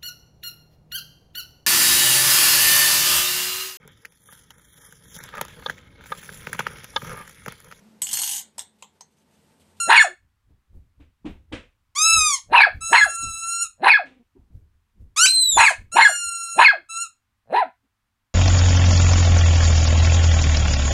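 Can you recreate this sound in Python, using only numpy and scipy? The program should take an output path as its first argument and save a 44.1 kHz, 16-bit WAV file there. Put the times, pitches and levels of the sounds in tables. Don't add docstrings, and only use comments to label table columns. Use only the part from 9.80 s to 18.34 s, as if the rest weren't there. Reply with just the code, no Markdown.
import sys
import numpy as np
from scipy import signal
from scipy.fft import rfft, irfft
from scipy.io import wavfile
from scipy.ndimage import uniform_filter1d, minimum_filter1d

SR = 44100
rng = np.random.default_rng(int(sys.argv[2]) if len(sys.argv) > 2 else 0)


def materialize(psi):
    bounded = np.clip(np.atleast_2d(psi).T, -1, 1)
    quanta = np.round(bounded * 32767).astype(np.int16)
    wavfile.write(sys.argv[1], SR, quanta)


def voltage_ratio(decibels):
    exponent = np.asarray(decibels, float) / 20
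    return 10 ** exponent


N = 376613


def evened(x):
    return x / np.sqrt(np.mean(x ** 2) + 1e-20)


def read(points, hz):
    f, value = np.transpose(points)
    return np.interp(np.log(hz + 1), np.log(f + 1), value)


def add(mix, s, sound):
    part = mix[round(s * SR):][:len(sound)]
    part += sound[:len(part)]


def controls(rows):
    s, *columns = np.transpose(rows)
    t = np.arange(s[0], s[-1], 1 / SR)
    return s[0], [np.interp(t, s, c) for c in columns]


def coloured(points, size):
    spectrum = rfft(rng.standard_normal(size))
    gain = voltage_ratio(read(points, np.fft.rfftfreq(size, 1 / SR)))
    return evened(irfft(spectrum * gain, size))


def wobble(size, smooth_s):
    span = max(int(smooth_s * SR), 2)
    noise = rng.standard_normal(N // 8)
    slow = evened(uniform_filter1d(uniform_filter1d(noise, span), span))
    return slow[np.arange(size) % (N // 8)]


def resonate(x, hz, width):
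    turn = np.exp(2j * np.pi * np.cumsum(hz * np.ones(len(x))) / SR)
    r = np.exp(-np.pi * width / SR)
    return 2 * (turn * signal.lfilter([1 - r], [1, -r], x / turn)).real


# (frequency [Hz], density [dB per Hz])
AIR_NOISE = [(59, -46), (100, 6), (162, -16), (218, -4.5), (438, -23), (1040, -9), (1660, -12),
             (5870, -22.5), (15500, -27)]


def hiss():
    return voltage_ratio(-78) * coloured(AIR_NOISE, N)


# (time [s], level [dB])
STIRRING_LEVEL = [(0, -72), (6.8, -71), (7.0, -76.5), (8.54, -80)]
# (time [s], peak level [dB])
MATTRESS_JOLTS = [(0, -51.5), (.43, -60), (.71, -52), (.96, -42.5), (1.21, -48), (1.501, -38),
                  (1.74, -41.5), (2.369, -35.5), (2.709, -42.5), (2.96, -37), (3.23, -46), (3.46, -36.5),
                  (3.64, -59), (3.83, -58), (4.1, -56.5), (4.6, -53.5), (4.755, -42), (4.95, -59.5),
                  (5.215, -43), (5.77, -37.5), (6.0, -41), (6.26, -57), (6.47, -55), (6.89, -61),
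                  (7.71, -73)]
# (frequency [Hz], density [dB per Hz])
SHAKING_SPECTRUM = [(15, -11), (30, -6), (50, -4.5), (90, -5), (130, -16.5), (200, -23), (300, -28),
                    (600, -39.5), (1200, -62.5)]


def rumble():
    rise_db_per_s, fall_db_per_s = 321.5, 150.5
    t = np.arange(N) / SR
    level = voltage_ratio(np.interp(t, *np.transpose(STIRRING_LEVEL)))
    for s, peak_db in MATTRESS_JOLTS:
        slope_db = np.minimum(rise_db_per_s * (t - s), fall_db_per_s * (s - t))
        level = np.maximum(level, voltage_ratio(peak_db + slope_db))
    return level * coloured(SHAKING_SPECTRUM, N)


# (frequency [Hz], t60 [s])
BEDROOM_DECAY = [(300, 0.079), (1500, 0.19), (4000, 0.2), (10000, 0.18)]


def room(x):
    taps = np.zeros(SR // 2)
    at = np.arange(150, SR // 2 - 20, 20)
    taps[at + rng.integers(0, 20, at.shape)] = rng.choice([-1., 1.], at.shape)
    hz, t, z = signal.stft(taps, SR, nperseg=256)
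    decay = voltage_ratio(-60 * t / read(BEDROOM_DECAY, hz)[:, None])
    tail = signal.istft(z * decay, SR, nperseg=256)[1]
    return signal.fftconvolve(x, tail / np.linalg.norm(tail))[:N]


# (frequency [Hz], density [dB per Hz])
CLOTH_RUSTLE = [(290, -19.5), (500, 1.5), (763, -12), (1720, -6.5), (2530, -4.5), (3720, -11), (4680, -22),
                (9000, -28.5), (11700, -55.5), (19800, -120)]


def thump(s, peak_db, hz, rustle_db, t60):
    t = np.arange(SR // 2) / SR
    knock = coloured([(90, -23.0), (160, -3.5), (290, 3.5), (500, -19.5), (900, -15.0),
                      (2000, -51), (7000, -86.5)], len(t))
    rustle = voltage_ratio(rustle_db) * coloured(CLOTH_RUSTLE, len(t))
    swell = (1 - np.exp(-t / 0.0063)) * voltage_ratio(-60 * t / t60)
    late_swell = np.roll(swell, 300) ** 0.87
    hollow = 1.5 * np.sin(2 * np.pi * hz * t) * np.sin(np.pi * np.minimum(t / 0.039, 1)) ** 2
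    return s, voltage_ratio(peak_db - 11.5) * (hollow + swell * knock + late_swell * rustle)


# (time [s], peak level [dB], hollow [Hz], rustle above 600 Hz, relative [dB], t60 [s])
BEDDING_BLOWS = [(0.697, -48.5, 151, -22.5, 0.23), (0.935, -46.5, 172, -28.5, 0.18),
                 (1.194, -41.5, 281, -6, 0.23), (1.445, -17, 304, -14, 0.24),
                 (1.716, -21.5, 308, 1.5, 0.23), (2.3, -72, 220, 32, 0.2), (3.42, -35, 142, -18, 0.31),
                 (4.247, -42, 293, 2.5, 0.3), (4.551, -43, 385, -32, 0.38), (4.698, -50, 163.2, -27, 0.22),
                 (5.159, -57, 194, -23.5, 0.15), (8.029, -60, 270, -6.5, 0.2)]


def bedding():
    out = np.zeros(N)
    for row in BEDDING_BLOWS:
        add(out, *thump(*row))
    return out


# (frequency [Hz], gain [dB])
TUBE_OUT = [(900, 1), (1400, -4), (2700, -5.5), (4100, -5), (5400, -3), (6800, 3), (8200, -7), (9600, -7),
            (11000, -15.5), (13000, -35), (15500, -32.5)]
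# (frequency [Hz], gain [dB])
TUBE_IN = [(900, 4.5), (1400, 0), (2700, -3), (4100, -5.5), (5400, -13.5), (6800, 1.5), (8200, -3.5),
           (9600, -4.5), (11000, -21), (13000, -30), (15500, -35.5)]


def squeak(rows, low_db, tube):
    s, (hz, level_db) = controls(rows)
    n = len(hz)
    flutter_db = 2 * wobble(n, 0.016)
    level_db, low_db = level_db + flutter_db, low_db - flutter_db
    hz = uniform_filter1d(hz, 300)
    angle = 2 * np.pi * np.cumsum(hz * (1 + 0.0024 * wobble(n, 0.0035))) / SR

    k = np.arange(1, 17)[:, None]
    low_share = np.clip((6000 - k * hz) / 2000, 0, 1)
    gains = voltage_ratio(read(tube, k * hz) + low_db * low_share) * (k * hz < 16000)
    in_upper_band = (k * hz > 5800) * (k * hz < 11000)
    upper = np.sqrt((gains ** 2 * in_upper_band).sum(0) / 2)
    dips_db = 1.41 * wobble(N // 8, .02)[(np.arange(n) + 2900 * k) % (N // 8)]
    partials = voltage_ratio(dips_db) * gains * np.sin(k * angle + 0.2 * k ** 2)
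    reed = partials.sum(0) / uniform_filter1d(upper, 400)

    glide = abs(np.gradient(np.log(hz))) * SR
    air = voltage_ratio(np.minimum(-42 + 5.9 * glide, -6)) * coloured([(400, -21.5)] + tube[1:], n)
    rise_samples = 700 if tube is TUBE_IN and s > 0 else 130
    rise = np.minimum(np.arange(n) / rise_samples, 1)
    fall = np.minimum(np.arange(n)[::-1] / 150, 1)
    return s, voltage_ratio(level_db - 3.0) * (reed + air) * rise * fall


def refill_shape(rows):
    (s, hz, db), (end, end_hz, end_db) = rows[0], rows[-1]
    catch_s, flick_s, stall_s = .008, 0.028, .044
    catch = [(s - catch_s, hz * .955, db - 7)] if s > catch_s else []
    flick = (end + flick_s, end_hz * 1.015, end_db + 5)
    stall = (end + flick_s + stall_s, end_hz * .9, end_db - 20)
    return catch + rows + [flick, stall]


# (time [s], reed pitch [Hz], squeeze level [dB])
SQUEALS = [
    [(2.15, 1002, -43), (2.163, 1105, -25.5), (2.188, 1212, -19.5), (2.26, 1316, -14.5),
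     (2.345, 1320, -14.5), (2.405, 1255, -16), (2.47, 1226, -19), (2.548, 1073, -24), (2.6, 879.5, -54.5)],
    [(5.361, 1086, -32.5), (5.379, 1228, -19), (5.399, 1355, -13), (5.445, 1536, -10.5), (5.458, 1524, -9)],
    [(5.455, 2116, -13.5), (5.468, 2780, -20), (5.475, 3221, -30.5)],
    [(5.468, 3887, -18.5), (5.51, 4147, -20), (5.604, 4087, -18.5), (5.704, 3836, -19.5),
     (5.728, 3616, -16), (5.78, 3462, -19.5)],
]
SQUEAL_LOWS = [0.5, 1.1, 6, 1.7]
# (time [s], reed pitch [Hz], flow level [dB])
GRIP_RELEASE = [(5.778, 3406, -28), (5.784, 2007, -10.5), (5.8, 1930, -29.5), (5.806, 1379, -19),
                (5.855, 1317, -26.5), (5.866, 1196, -28.5), (5.91, 1002, -30.5), (5.95, 899, -49.5)]
# (time [s], reed pitch [Hz], flow level [dB])
WHINES = [
    [(0, 1392, -22.5), (.092, 1349, -27), (.2, 1389, -28.5)],
    [(3.013, 1319, -32), (3.139, 1340, -26), (3.329, 1355, -30), (3.431, 1349, -28), (3.545, 1323, -33),
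     (3.739, 1366, -25), (3.8, 1370, -27)],
    [(6.123, 1348, -29.5), (6.163, 1410, -22), (6.221, 1429, -27.5), (6.311, 1422, -25.5),
     (6.47, 1382, -26), (6.575, 1364, -30), (6.79, 1358, -32)],
    [(7.094, 1321, -38), (7.17, 1346, -31), (7.2, 1374, -32.5)],
]
WHINE_LOWS = [-3, -2.5, -3.5, 1]


def ball():
    out = np.zeros(N)
    for rows, low_db in zip(SQUEALS, SQUEAL_LOWS):
        add(out, *squeak(rows, low_db, TUBE_OUT))
    add(out, *squeak(GRIP_RELEASE, 1, TUBE_IN))
    for rows, low_db in zip(WHINES, WHINE_LOWS):
        add(out, *squeak(refill_shape(rows), low_db, TUBE_IN))
    return out


def growl_shape(opens, effort_db, swell, hold, gain_db):
    silent_db, release_s = -72, .024
    held_db = effort_db + gain_db
    return [(opens - (effort_db - silent_db) / swell, silent_db, 2),
            (opens, effort_db, -8),
            (opens + hold, held_db, 3),
            (opens + hold + release_s, held_db - 26, 9)]


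# (frequency [Hz], width [Hz], gain [dB])
THROAT_RESONANCES = [(930, 135, 4.5), (1690, 310, 0.5), (2120, 94, -12), (2569, 390, -4), (3650, 470, -19),
                     (4084, 150, -11.5), (4730, 400, -42.5), (9720, 1200, -21.5)]


def growl(rows):
    s, (effort_db, bright_db) = controls(rows)
    n = len(effort_db)
    reached_db = np.maximum.accumulate(effort_db)
    chaos = np.clip((reached_db + 19) / 7, .06, .9)
    hz = 490 * 2 ** np.clip((reached_db + 13.5) / 17, -2.1, 0)
    turns = np.cumsum(hz * (1 + .3 * chaos * wobble(n, .002))) / SR
    pulses = np.diff(np.floor(turns), prepend=0) * np.sqrt(SR / hz)
    pulses = pulses * voltage_ratio(4.5 * chaos * wobble(n, .002))
    puffs = evened((0.75 + np.exp(-(turns % 1) / 0.043)) * rng.standard_normal(n))
    drive = (1 - 0.086 * chaos) * pulses + 1.6 * chaos * puffs

    sharp_db = bright_db + 0.55 * np.minimum(reached_db + 13, 0)
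    jaw = 1 + 0.025 * np.clip(reached_db + 12.5, -15, 0)
    voice = np.zeros(n)
    for k, (f, width, db) in enumerate(THROAT_RESONANCES):
        centre = f * jaw if k == 0 else f
        treble_db = sharp_db if k > 0 else 0
        level = voltage_ratio(db + treble_db + 4.0 * wobble(n, 0.006)) / np.sqrt(width)
        once = resonate(drive, centre, 1.5 * width)
        voice += (-1) ** k * level * resonate(once, centre, 1.5 * width)
    voice = signal.sosfilt(signal.butter(4, 11000, fs=SR, output="sos"), voice)
    low = signal.sosfilt(signal.butter(2, [450, 1250], "band", fs=SR, output="sos"), voice)
    clear = 0.5 * np.sin(2 * np.pi * turns) + 0.27 * np.sin(4 * np.pi * turns)
    chest = (1 - chaos) * clear
    return s, voltage_ratio(effort_db - 0.5) * (voice / np.std(low) + chest) * signal.windows.tukey(n, .15)


def whistle_shape(opens, times, pitches, efforts):
    top, middle, low, breaks, end = times
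    top_hz, middle_hz, low_hz = pitches
    high_db, middle_db, low_db, fall_db = efforts
    climb_hz, high_step_hz = 1336, 2530
    sag, jump_s, dip_db = .035, .006, -9
    fall = end - breaks
    return [(opens, climb_hz, -31),
            ((opens + top) / 2, np.sqrt(climb_hz * top_hz), -16),
            (top, top_hz, -14),
            ((top + middle) / 2, min(top_hz, high_step_hz), high_db),
            (middle - jump_s / 2, middle_hz * (1 + sag), min(high_db, middle_db) + dip_db / 2),
            (middle, middle_hz, middle_db),
            (low - jump_s, middle_hz * (1 - sag), middle_db - 3.0),
            (low - jump_s / 2, (middle_hz + low_hz) / 2, middle_db + dip_db),
            (low, low_hz * (1 + sag / 2), low_db),
            (breaks, low_hz * (1 - sag / 2), low_db - 2.0),
            (breaks + .26 * fall, 930, fall_db - 12.5),
            (breaks + .46 * fall, 715, fall_db),
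            (end, 530, fall_db - 22)]


def grunt_shape(s, length, hz, effort_db, sag):
    return [(s, hz, effort_db - 8.5),
            (s + .42 * length, hz * (1 - .62 * sag), effort_db),
            (s + length, hz * (1 - sag), effort_db - 11)]


OVERTONE_LEVELS = [-10, -15.5, -25.5, -31]
# (frequency [Hz], gain [dB])
THROAT_EXIT = [(500, -2), (1700, -4), (2300, -4), (3000, -18.5), (3450, -6.5), (3800, -6), (4250, 1),
               (4700, -6.5), (5200, -18.5), (5700, -33.5)]


def whistle(rows, hoarse):
    s, (hz, effort_db) = controls(rows)
    n = len(hz)
    before_top = 1. * (np.arange(n) < np.argmax(hz)) * (hz.max() > 1500)
    climbing = uniform_filter1d(before_top, size=400)
    rough = np.clip(np.maximum(0.66 * climbing, hoarse + (hz - 2200) / 900), hoarse, .9)
    angle = 2 * np.pi * np.cumsum(hz * (1 + 0.0086 * wobble(n, 0.006))) / SR
    chance = (wobble(n, 0.0027) + 1j * wobble(n, 0.0024)) / np.sqrt(2)
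    shake = (1 - rough + rough * chance) / np.hypot(1 - rough, rough)
    overtones = np.zeros(n)
    for k, db in enumerate(OVERTONE_LEVELS, start=2):
        overtones += voltage_ratio(db + read(THROAT_EXIT, k * hz)) * (shake * np.exp(1j * k * angle)).imag
    tone = (shake * np.exp(1j * angle)).imag + (1 - rough) * overtones
    return s, voltage_ratio(effort_db) * tone * signal.windows.tukey(n, .05)


# (frequency [Hz], width [Hz], level [dB])
HOLLOWS = [(786, 18, -6), (1665, 18, -3), (1757, 11, -3), (2097, 14, -5), (2540, 22, -5), (4160, 20, -1)]


def ringing_hollows(x):
    return sum(voltage_ratio(db) * resonate(x, hz, width) for hz, width, db in HOLLOWS)


# (mouth open [s], effort [dB], swell [dB per s], hold [s], gain over the hold [dB])
YAP_GROWLS = [
    (0.103, -9, 1050, 0.046, 2.5),
    (2.734, -11.5, 999.5, .075, -1.5),
    (3.131, -12, 1130.5, .025, 3),
    (4.039, -14.5, 840.5, .052, 2),
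    (5.776, -12.5, 1400.5, .06, 0),
    (6.17, -10, 1070, .042, -1.3),
    (6.793, -9.5, 1049.5, .037, 0.3),
    (7.746, -17.5, 559, 0.048, -9),
]
# (top [s], middle step [s], low step [s], break [s], end [s])
YAP_TIMES = [(.158, .178, .2, .218, .285), (2.755, 2.82, 2.836, 2.85, 2.895),
             (3.136, 3.181, 3.213, 3.241, 3.297), (4.095, 4.117, 4.139, 4.165, 4.24),
             (5.835, 5.866, 5.882, 5.892, 5.93), (6.211, 6.222, 6.251, 6.272, 6.325),
             (6.843, 6.861, 6.884, 6.905, 6.975)]
# (top [Hz], middle step [Hz], low step [Hz], least roughness [0-1])
YAP_PITCHES = [(2634, 2220, 1745, 0), (2800, 2250, 1670, .25), (3101, 2115, 1670, .12),
               (2550, 2230, 1680, .14), (2600, 2220, 1670, .24), (2080, 2130, 1675, .09),
               (2560, 2185, 1660, .1)]
# (high [dB], middle [dB], low [dB], fall [dB])
YAP_EFFORTS = [(-9, -4.5, -5.5, -18), (-7, -6, -6.5, -16.5), (-12.5, -9.5, -7.5, -23),
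               (-0.5, -7, -9.5, -21.5), (-9, -6, -9, -19.5), (-6, -7.5, -5, -22.5), (-3, -5.5, -8, -22.5)]
# (time [s], pitch [Hz], effort [dB])
SOFT_YAP = [(7.73, 620, -34), (7.755, 800, -18), (7.77, 940, -13), (7.797, 1020, -14), (7.815, 810, -17),
            (7.83, 685, -14), (7.845, 610, -38)]
# (start [s], length [s], pitch [Hz], effort [dB], pitch sag [share])
SHUTTING_GRUNTS = [(.275, 0.064, 378, -47.5, 0.056), (3.3, .06, 388.7, -58, .09),
                   (4.24, .06, 285.3, -46.5, 0.081), (4.3, .055, 262, -51.5, .01),
                   (4.355, .035, 267.5, -53, 0.032), (4.39, .04, 247.2, -50.5, .06),
                   (6.97, 0.063, 370, -51, 0.16), (7.84, 0.054, 332, -44, 0.29)]


def dog():
    out = np.zeros(N)
    for row in YAP_GROWLS:
        add(out, *growl(growl_shape(*row)))
    for yap, times, (*pitches, hoarse), efforts in zip(YAP_GROWLS, YAP_TIMES, YAP_PITCHES, YAP_EFFORTS):
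        add(out, *whistle(whistle_shape(yap[0], times, pitches, efforts), hoarse))
    add(out, *whistle(SOFT_YAP, .05))
    for row in SHUTTING_GRUNTS:
        add(out, *whistle(grunt_shape(*row), 0.23))
    return out + ringing_hollows(out)


def scene():
    thumps, toy, yaps = bedding(), ball(), dog()
    wet = room(voltage_ratio(-7) * yaps + voltage_ratio(-8) * toy + voltage_ratio(-14.5) * thumps)
    return (yaps + toy + thumps + wet + rumble() + hiss())[None]


def band_limit(x):
    return signal.sosfilt(signal.butter(12, 15680, fs=SR, output="sos"), x)


def record(dry):
    ceiling = .97
    gain = minimum_filter1d(ceiling / np.maximum(abs(dry), ceiling), size=441)
    mix = dry * uniform_filter1d(gain, size=301)
    return band_limit(mix)


dry = scene()
out = record(dry)
materialize(out)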